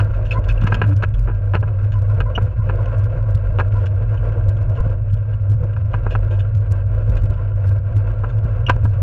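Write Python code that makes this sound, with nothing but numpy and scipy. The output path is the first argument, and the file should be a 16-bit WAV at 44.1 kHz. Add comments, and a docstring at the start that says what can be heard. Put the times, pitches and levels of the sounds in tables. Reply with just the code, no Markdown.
"""A soapbox car's shell booms at about 100 Hz as it coasts down an asphalt street: a shaken resonance.
Below the boom the car bounces on its tyres, wind buffets the microphone, and hard swings crackle.
Coloured noise makes the tyres roar and hiss; short, ringing notes are rubber scrubbing sideways.
Runs of tiny clicks drive ringing parts, so the chassis knocks and loose fittings jingle.
A dry joint squeaks in brief wavering tones, and a drain cover rattles the chassis with a thud."""
import sys
import numpy as np
from scipy import signal
from scipy.fft import rfft, irfft
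from scipy.io import wavfile
from scipy.ndimage import uniform_filter1d

SR = 44100
rng = np.random.default_rng(int(sys.argv[2]) if len(sys.argv) > 2 else 0)


def waveform_to_disk(signal):
    """Save audio, clipped to [-1, 1], as 16-bit WAV at the path in sys.argv[1]."""
    frames = np.transpose(np.atleast_2d(signal))
    scaled = np.clip(frames, -1, 1) * 32767
    samples = np.round(scaled).astype(np.int16)
    wavfile.write(sys.argv[1], SR, samples)


N = 397782
TIME = np.arange(N) / SR  # seconds

# how coarse the asphalt is, as the level it stirs up in the tyres: t/s, level/dB
ROAD_COARSENESS = [(0.0, -36), (0.68, -37), (1.0, -45), (1.48, -43.5), (1.71, -41.5), (2.16, -38),
                   (2.59, -40), (2.86, -34.5), (3.04, -38.5), (4.75, -36.5), (5.07, -44.5), (5.98, -41.5),
                   (6.16, -39.5), (6.51, -42.5), (7.08, -37), (7.81, -42.5), (8.11, -37.5), (9.02, -41.5)]
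# smooth rises and falls of the bounce over humps and flat stretches: t/s, level change/dB
HUMPS = [(0.5, 4), (0.95, -6.5), (1.19, 10.5), (1.79, -3.5), (3.92, -7.5), (5.84, -8), (6.12, 4.5),
         (7.14, 5.5)]
# low, slow-pulsing wind noise, before its overall level: f/Hz, level/dB
WIND_SPECTRUM = [(10, -15.5), (22, -0.5), (40, -9), (60, 3.5), (80, 4.5), (120, 5), (160, -14), (220, -23),
                 (500, -46.5), (2000, -88.5)]
# fine crackle on the big swings, before its overall level: f/Hz, level/dB
CRACKLE_SPECTRUM = [(200, -14.5), (1500, 6), (3500, 2), (5500, 0), (8000, -5), (12000, -9), (15000, -17.5)]
# body panels that ring above the rolling tyres: f/Hz, width/Hz, lift/dB
PANELS = [(354.3, 50, 10.5), (495, 120, 6.5), (613, 10, 3.5), (886, 45, 7.5), (1003, 89, 10.5),
          (1123, 67, 9), (1387, 180, 11), (1593, 91, 12), (2650, 180, 6.5), (2970, 17, 9), (4520, 53, 7.5)]
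# push of the tread and of the grit on the panels, before their overall levels: f/Hz, level/dB
TREAD_SPECTRUM = [(60, -11), (150, 6.5), (220, -5.5), (300, -6), (400, -11.5), (450, -2), (560, 3),
                  (680, 1), (770, -13), (1050, -18.5), (1400, -23.5), (2000, -41.5), (4000, -64)]
GRIT_SPECTRUM = [(300, -18), (800, -3.5), (1450, 3), (1800, -1), (2300, -0.5), (2900, -7), (3300, -12),
                 (5000, -22.5), (7000, -25), (10500, -37.5), (15000, -44.5)]
# coarse patches where the tread roars up: t/s, lift/dB
PATCHES = [(0.38, 3.5), (2.27, 5), (4.38, 4), (4.76, 2.5), (4.98, 2.5), (5.62, 4.5), (6.36, 6)]
# ways the struck chassis rings: f/Hz, width/Hz, lift/dB
CHASSIS = [(553, 67, 0), (990, 67, 8.5), (1370, 370, 7), (1625, 120, 8), (2550, 280, 8), (2870, 140, 7),
           (4220, 210, 9.5)]
# tone of a blow to the chassis, before its overall level: f/Hz, level/dB
BLOW_SPECTRUM = [(60, 5), (170, 6), (260, -4.5), (420, 3.5), (600, -1), (1300, -3), (1650, -4), (1900, -11),
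                 (2700, -11), (3200, -19), (4400, -32.5), (5200, -34), (7200, -39.5), (9000, -55),
                 (15000, -57)]
# chassis knocks: t/s, peak level/dB, favoured ring f/Hz, chatter length/s, brightness/(dB per octave)
KNOCKS = [(0.0, -23, 1570, 0.013, 2.5), (0.669, -24, 1340, 0.014, 5), (0.722, -15.5, 1630, 0.008, -2.5),
          (0.746, -24, 2400, .008, -11), (0.816, -12.5, 1430, 0.0065, 0), (1.024, -24, 970, 0.011, 0.5),
          (1.032, -16.5, 1540, 0.012, 0.5), (1.274, -26, 1400, 0.043, -6.5),
          (1.537, -18.5, 920, 0.0092, -3.5), (1.546, -15.5, 1590, 0.019, -1), (1.628, -24, 1300, .012, -7),
          (1.675, -34, 1080, 0.013, -1.5), (2.204, -19.5, 1400, 0.013, 0.5),
          (2.378, -14.5, 1010, 0.0083, -6.5), (2.691, -21.5, 1130, 0.022, -3.5),
          (3.587, -18, 1030, 0.005, -3.5), (3.594, -17.5, 980, 0.018, -2),
          (5.765, -32.5, 976, 0.0071, -0.5), (5.935, -22, 1033, 0.017, -2.5),
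          (6.061, -19.5, 970, 0.019, -5), (6.152, -17.5, 1620, 0.0092, -3.5),
          (7.169, -33.5, 1600, 0.011, 5), (8.237, -24.5, 1240, 0.018, -6), (8.684, -23.5, 1020, .01, -1),
          (8.695, -8.5, 980, 0.0085, 1.4), (8.765, -24.5, 810, 0.0077, -7.5),
          (8.851, -22, 1100, 0.0082, -4.5)]
# tone of a clinking fitting, before its overall level: f/Hz, level/dB
CLINK_SPECTRUM = [(600, -24), (1600, 5.5), (2100, -5), (2700, -0.5), (3500, -4), (4000, -16), (5600, -16.5),
                  (7200, -18), (8500, -34), (11000, -26.5), (14000, -41.5)]
# rattles of loose metal fittings: t/s, peak level/dB, chatter length/s
JINGLES = [(0.14, -43, 0.014), (0.25, -41.5, 0.042), (0.312, -34, 0.032), (0.441, -41, 0.011),
           (0.486, -31, 0.025), (0.498, -41, 0.013), (0.611, -38, .02), (0.667, -35, 0.017),
           (0.744, -23, 0.0099), (1.139, -45, 0.016), (1.921, -40.5, 0.024), (2.858, -39.5, 0.0047),
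           (3.857, -38.5, 0.018), (4.174, -46.5, .015), (4.758, -46, 0.028), (6.107, -37, 0.033),
           (6.309, -43.5, 0.053), (6.39, -39.5, 0.025), (7.169, -38.5, 0.018), (8.292, -45.5, 0.018)]
# squeaks of a dry joint: t/s, peak level/dB, pitch f/Hz, length/s
SQUEAKS = [(0.309, -23, 2610, 0.015), (0.495, -31, 2600, 0.015), (0.574, -39, 2650, 0.015),
           (2.351, -23.5, 2830, 0.016), (8.664, -24.5, 2820, 0.013)]
# tyres scrubbing sideways under the steering: t/s, level of the note/dB
SCRUBS = [(0.337, -32), (1.928, -40), (2.077, -39.5), (2.248, -38.5), (2.578, -42), (2.762, -38.5),
          (2.852, -39), (3.19, -44), (3.739, -38), (4.762, -37.5), (7.362, -42)]
# hard jolts, with the size of swing each one steers towards: t/s, level/dB
JOLTS = [(0.390, -5.5), (0.646, -4.5), (2.179, -6), (2.427, -5), (2.596, -4.5), (3.353, -2.5),
         (4.486, -1.5), (4.809, -1), (4.868, -5), (5.138, -3.5), (6.576, -5), (6.72, -4), (8.449, -4.5)]
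# gain of the rattle over the drain cover, joined by straight lines: t/s, level/dB
DRAIN = [(0.58, -62), (0.62, -32.5), (0.70, -40), (0.76, -30.5), (0.79, -40), (0.84, -30), (0.87, -49),
         (0.93, -37), (0.96, -80)]
# tone of the deep thud, before its overall level: f/Hz, level/dB
THUD_SPECTRUM = [(80, -9.5), (170, 4), (280, 1), (420, -14.5), (1000, -60.5)]

USUAL_ROAD_DB = -39  # coarseness of usual asphalt
PITCHING_HZ, PITCHING_BOUNCE_DB, PITCHING_BOOM_DB = 5, 2, 1.5  # swing traded between tyres and shell
HUMP_S, HUMP_BOOM_SHARE = 0.1, 0.27  # half-width; share of each hump taken back from the boom
PATCH_S = 0.066  # half-width of a coarse patch
BRIGHT_UP_TO_HZ = 4200  # a knock's brightness tilt stops here
SQUEAK_WAVER, SQUEAK_WAVER_HZ = 0.031, 600  # typical share of the pitch; speed limit of the waver
DROP_S, DROP_DB = 0.642, -17  # a wheel drops onto the drain cover: time, peak level of its thud
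EDGE_HZ = 14900  # upper end of the sound


def amp(db):
    """Turns decibels into a plain multiplier."""
    return 10 ** (np.asarray(db) / 20)


def evened(x):
    """Scales a sound to an average strength (rms) of 1."""
    return x / np.sqrt(np.mean(x ** 2) + 1e-20)


def level(table, axis):
    """Turns one dB column into a multiplier at every sample."""
    rows = np.array(table)
    return amp(np.interp(TIME, rows[:, 0], rows[:, axis]))


def add(mix, s, sound):
    """Adds a sound into the mix, starting at s seconds."""
    part = mix[max(round(s * SR), 0):][:len(sound)]
    part += sound[:len(part)]


def response(spectrum, modes=(), size=8192):
    """The ring-out after one click, for a spectrum lifted by resonances; it never starts early."""
    hz = np.abs(np.fft.fftfreq(size, 1 / SR))
    points, values = np.transpose(spectrum)
    db = np.interp(np.log(hz + 1), np.log(points), values)
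    for centre, width, lift in modes:
        db = db + lift / (1 + (2 * (hz - centre) / width) ** 2)
    # minimum phase: the energy comes as early as this spectrum allows
    log_spectrum = np.conj(signal.hilbert(np.log(amp(db))))
    return np.fft.ifft(np.exp(log_spectrum)).real[:size // 2]


def colour(x, spectrum, modes=()):
    """Gives a sound the tone of a spectrum and its resonances."""
    return signal.oaconvolve(x, response(spectrum, modes))[:N]


def drift(rate_hz):
    """Smooth random wandering of rms 1; a higher rate wanders faster."""
    hz = np.fft.rfftfreq(N, 1 / SR)
    smoothed = rfft(rng.standard_normal(N)) * np.exp(-(hz / rate_hz) ** 2)
    return evened(irfft(smoothed, N))


def ringing(hz, width_hz, steadiness):
    """A resonance shaken at random; steadiness 1 holds its swing most even."""
    swing = drift(width_hz) + 1j * drift(width_hz)
    swing = swing / (np.abs(swing) ** 2 + 0.35) ** (np.clip(steadiness, 0, 1) / 2)
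    return evened((swing * np.exp(2j * np.pi * hz * TIME)).real)


def chatter(length, tail_db, tail_s, size=6000):
    """Parts bounce against each other in a quick, uneven run of contacts, then tremble to rest."""
    t = np.arange(size) / SR
    main_run = np.exp(-(t / max(length, .001)) ** 2)
    tail = amp(tail_db) * np.exp(-t / tail_s)
    contacts = rng.standard_normal(size) * (rng.random(size) < .16)
    bounces = 1 + .75 * np.cos(2 * np.pi * rng.uniform(130, 280) * t)
    return contacts * bounces * (main_run + tail)


def peaked(x, db):
    """Sets the rms of the loudest few milliseconds to a level."""
    return amp(db) * x / np.sqrt(uniform_filter1d(x ** 2, size=240).max() + 1e-20)


def rounded(x, ceiling):
    """Leaves small values almost alone and bends large ones towards a ceiling."""
    return x / (1 + (x / ceiling) ** 8) ** (1 / 8)


def on_road(db, slope):
    """Gain on usual asphalt, changed by slope dB for each dB of coarser road."""
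    return amp(db) * (level(ROAD_COARSENESS, axis=1) / amp(USUAL_ROAD_DB)) ** slope


def swells(table, half_width_s):
    """Smooth rises and falls in dB, one for each row."""
    return sum(db * np.exp(-((TIME - s) / half_width_s) ** 2) for s, db in table)


def rumble():
    """The shell's narrow boom, a looser ring above it, the bounce on the tyres, and wind."""
    pitching = np.tanh(drift(PITCHING_HZ)) * 1.6  # the car rocks to and fro
    humps_db = swells(HUMPS, HUMP_S)
    boom = ringing(hz=100.64, width_hz=5.8, steadiness=1.0)
    boom += amp(-9.5) * ringing(hz=107.54, width_hz=15, steadiness=0.3)
    bounce = ringing(hz=44.34, width_hz=9.0, steadiness=0.67)
    gusts = amp(2.7 * drift(rate_hz=13))
    wind = amp(-24.0) * evened(colour(rng.standard_normal(N), WIND_SPECTRUM) * gusts)
    boom *= on_road(db=-18.5, slope=-0.13)
    boom *= amp(-PITCHING_BOOM_DB * pitching - HUMP_BOOM_SHARE * humps_db)
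    bounce *= on_road(db=-24, slope=0.6)
    bounce *= amp(PITCHING_BOUNCE_DB * pitching + humps_db)
    return boom + bounce + wind


def crackle(swing):
    """A fine crackle rides on the low swings, growing steeply with their size."""
    crest = np.minimum(np.abs(swing) / 0.35, 1.35) ** 4.2
    grains = rng.standard_normal(N) * amp(5.2 * drift(rate_hz=1500))
    return amp(-53) * crest * evened(colour(grains, CRACKLE_SPECTRUM))


def tyres():
    """Tread and grit drive the panels; two groups of panel rings swell and fade partly on their own."""
    shared_db = 1.3 * drift(rate_hz=16)
    roar, hiss = np.zeros(N), np.zeros(N)
    for group in (PANELS[::2], PANELS[1::2]):
        # every panel rings, this group a little more
        modes = PANELS + [(hz, width, .25 * lift) for hz, width, lift in group]
        group_db = shared_db + 2.2 * drift(rate_hz=18)
        tread = rng.standard_normal(N) * amp(group_db + 1.7 * drift(rate_hz=13))
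        grit = rng.standard_normal(N) * amp(1.1 * group_db + 2.8 * drift(rate_hz=150))
        roar += colour(tread, TREAD_SPECTRUM, modes)
        hiss += colour(grit, GRIT_SPECTRUM, modes)
    roar = evened(roar) * on_road(db=-37, slope=0.98) * amp(swells(PATCHES, PATCH_S))
    return roar + evened(hiss) * on_road(db=-47, slope=0.81)


def knocks():
    """Play in the chassis closes hard and rings the frame; each spot favours its own ring."""
    out = np.zeros(N)
    for s, db, ring_hz, length, bright in KNOCKS:
        blow = []
        for hz, gain in BLOW_SPECTRUM:
            octaves = np.log2(np.clip(hz, 500, BRIGHT_UP_TO_HZ) / 1400)
            blow.append((hz, gain + bright * octaves))
        contacts = chatter(length, tail_db=-19, tail_s=.018)
        hit = signal.fftconvolve(contacts, response(blow, CHASSIS + [(ring_hz, 320, 3)]))
        add(out, s, peaked(hit, db))
    return out


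def jingle(db, length):
    """One small fitting rattles, with a few narrow rings of its own."""
    rings = [(hz, 120, 7) for hz in rng.uniform(2400, 7400, size=7)]
    contacts = chatter(length, tail_db=-23.0, tail_s=0.025)
    return peaked(signal.fftconvolve(contacts, response(CLINK_SPECTRUM, CHASSIS + rings)), db)


def jingles():
    """Fittings rattle at the bumps, and faintly at random moments all along the way."""
    out = np.zeros(N)
    for s, db, length in JINGLES:
        add(out, s, jingle(db, length))
    for when, size in rng.random((52, 2)):
        add(out, when * TIME[-1], jingle(-57 + 9 * size, 0.0077))
    return out


def squeaks():
    """Metal sticks and slips: a brief rasping tone with weak overtones, shaking the parts around it."""
    out = np.zeros(N)
    waver = drift(SQUEAK_WAVER_HZ)
    rasp = amp(3.5 * drift(rate_hz=150))
    for s, db, hz, length in SQUEAKS:
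        t = TIME[:round(3 * length * SR)]
        now = round(s * SR) + np.arange(len(t))
        phase = 2 * np.pi * np.cumsum(hz * (1 + SQUEAK_WAVER * waver[now])) / SR
        tone = np.sin(phase) + amp(-28) * np.sin(2 * phase) + amp(-47) * np.sin(4 * phase)
        fade = (1 - np.exp(-t / 0.0018)) * np.exp(-(t / length) ** 2)
        add(out, s, peaked(tone * rasp[now] * fade, db))
        add(out, s, jingle(db - 19.5, length))
    return out


def scrubs():
    """Slipping rubber sings a short rough note with a weak octave and stirs the panel mode above it."""
    slip = np.zeros(N)
    for s, db in SCRUBS:
        add(slip, s, amp(db) * signal.windows.tukey(round(.068 * SR), .7))
    note = ringing(hz=1020, width_hz=70, steadiness=.2)
    octave = amp(-19) * evened(note ** 2 - 1)  # squaring doubles the pitch
    panel = amp(-7) * ringing(hz=1400, width_hz=110, steadiness=0)
    return slip * (note + octave + panel)


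def jolted(swing):
    """Each jolt steers the shell to one big swing; the drop onto the drain cover also thuds."""
    size = np.abs(signal.hilbert(swing))  # outline of the swing
    gain, thud = np.ones(N), np.zeros(N)
    t = np.arange(-1600, 1600) / SR
    for s, db in JOLTS:
        near = round(s * SR) + np.arange(len(t)) - len(t) // 2
        change = amp(db) / (size[near] + 0.08) - 1
        add(gain, s + t[0], change * np.exp(-(t / 0.0083) ** 2))
    add(thud, DROP_S, peaked(response(THUD_SPECTRUM), DROP_DB))
    return swing * gain + thud


def drain():
    """The cover's bars shake the whole chassis in quick spurts; then the shell drones for a moment."""
    shaking = rng.standard_normal(N) * amp(4.5 * drift(rate_hz=160))
    inside = (TIME > DRAIN[0][0]) & (TIME < DRAIN[-1][0])
    rattle = evened(colour(shaking, BLOW_SPECTRUM, CHASSIS))
    rattle += amp(2.5) * evened(colour(shaking, THUD_SPECTRUM))
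    out = rattle * level(DRAIN, axis=1) * inside
    drone = np.sin(2 * np.pi * 290 * TIME[:round(.09 * SR)])
    add(out, .865, amp(-26.5) * drone * signal.windows.tukey(len(drone), .6))
    return out


def scene():
    """Adds the layers; large swings of the rumble are rounded off, so its loudness stays more even."""
    swing = jolted(rounded(rumble(), ceiling=0.44))
    rolling = swing + crackle(swing) + tyres()
    return (rolling + knocks() + jingles() + squeaks() + scrubs() + drain())[None]


def record(dry):
    """Rounds off the loudest peaks, then removes the highest pitches."""
    low_pass = signal.firwin(511, EDGE_HZ, window=("kaiser", 9), fs=SR)[None]
    return signal.oaconvolve(rounded(dry, ceiling=1.0), low_pass, "same")


dry = scene()
out = record(dry)
waveform_to_disk(out)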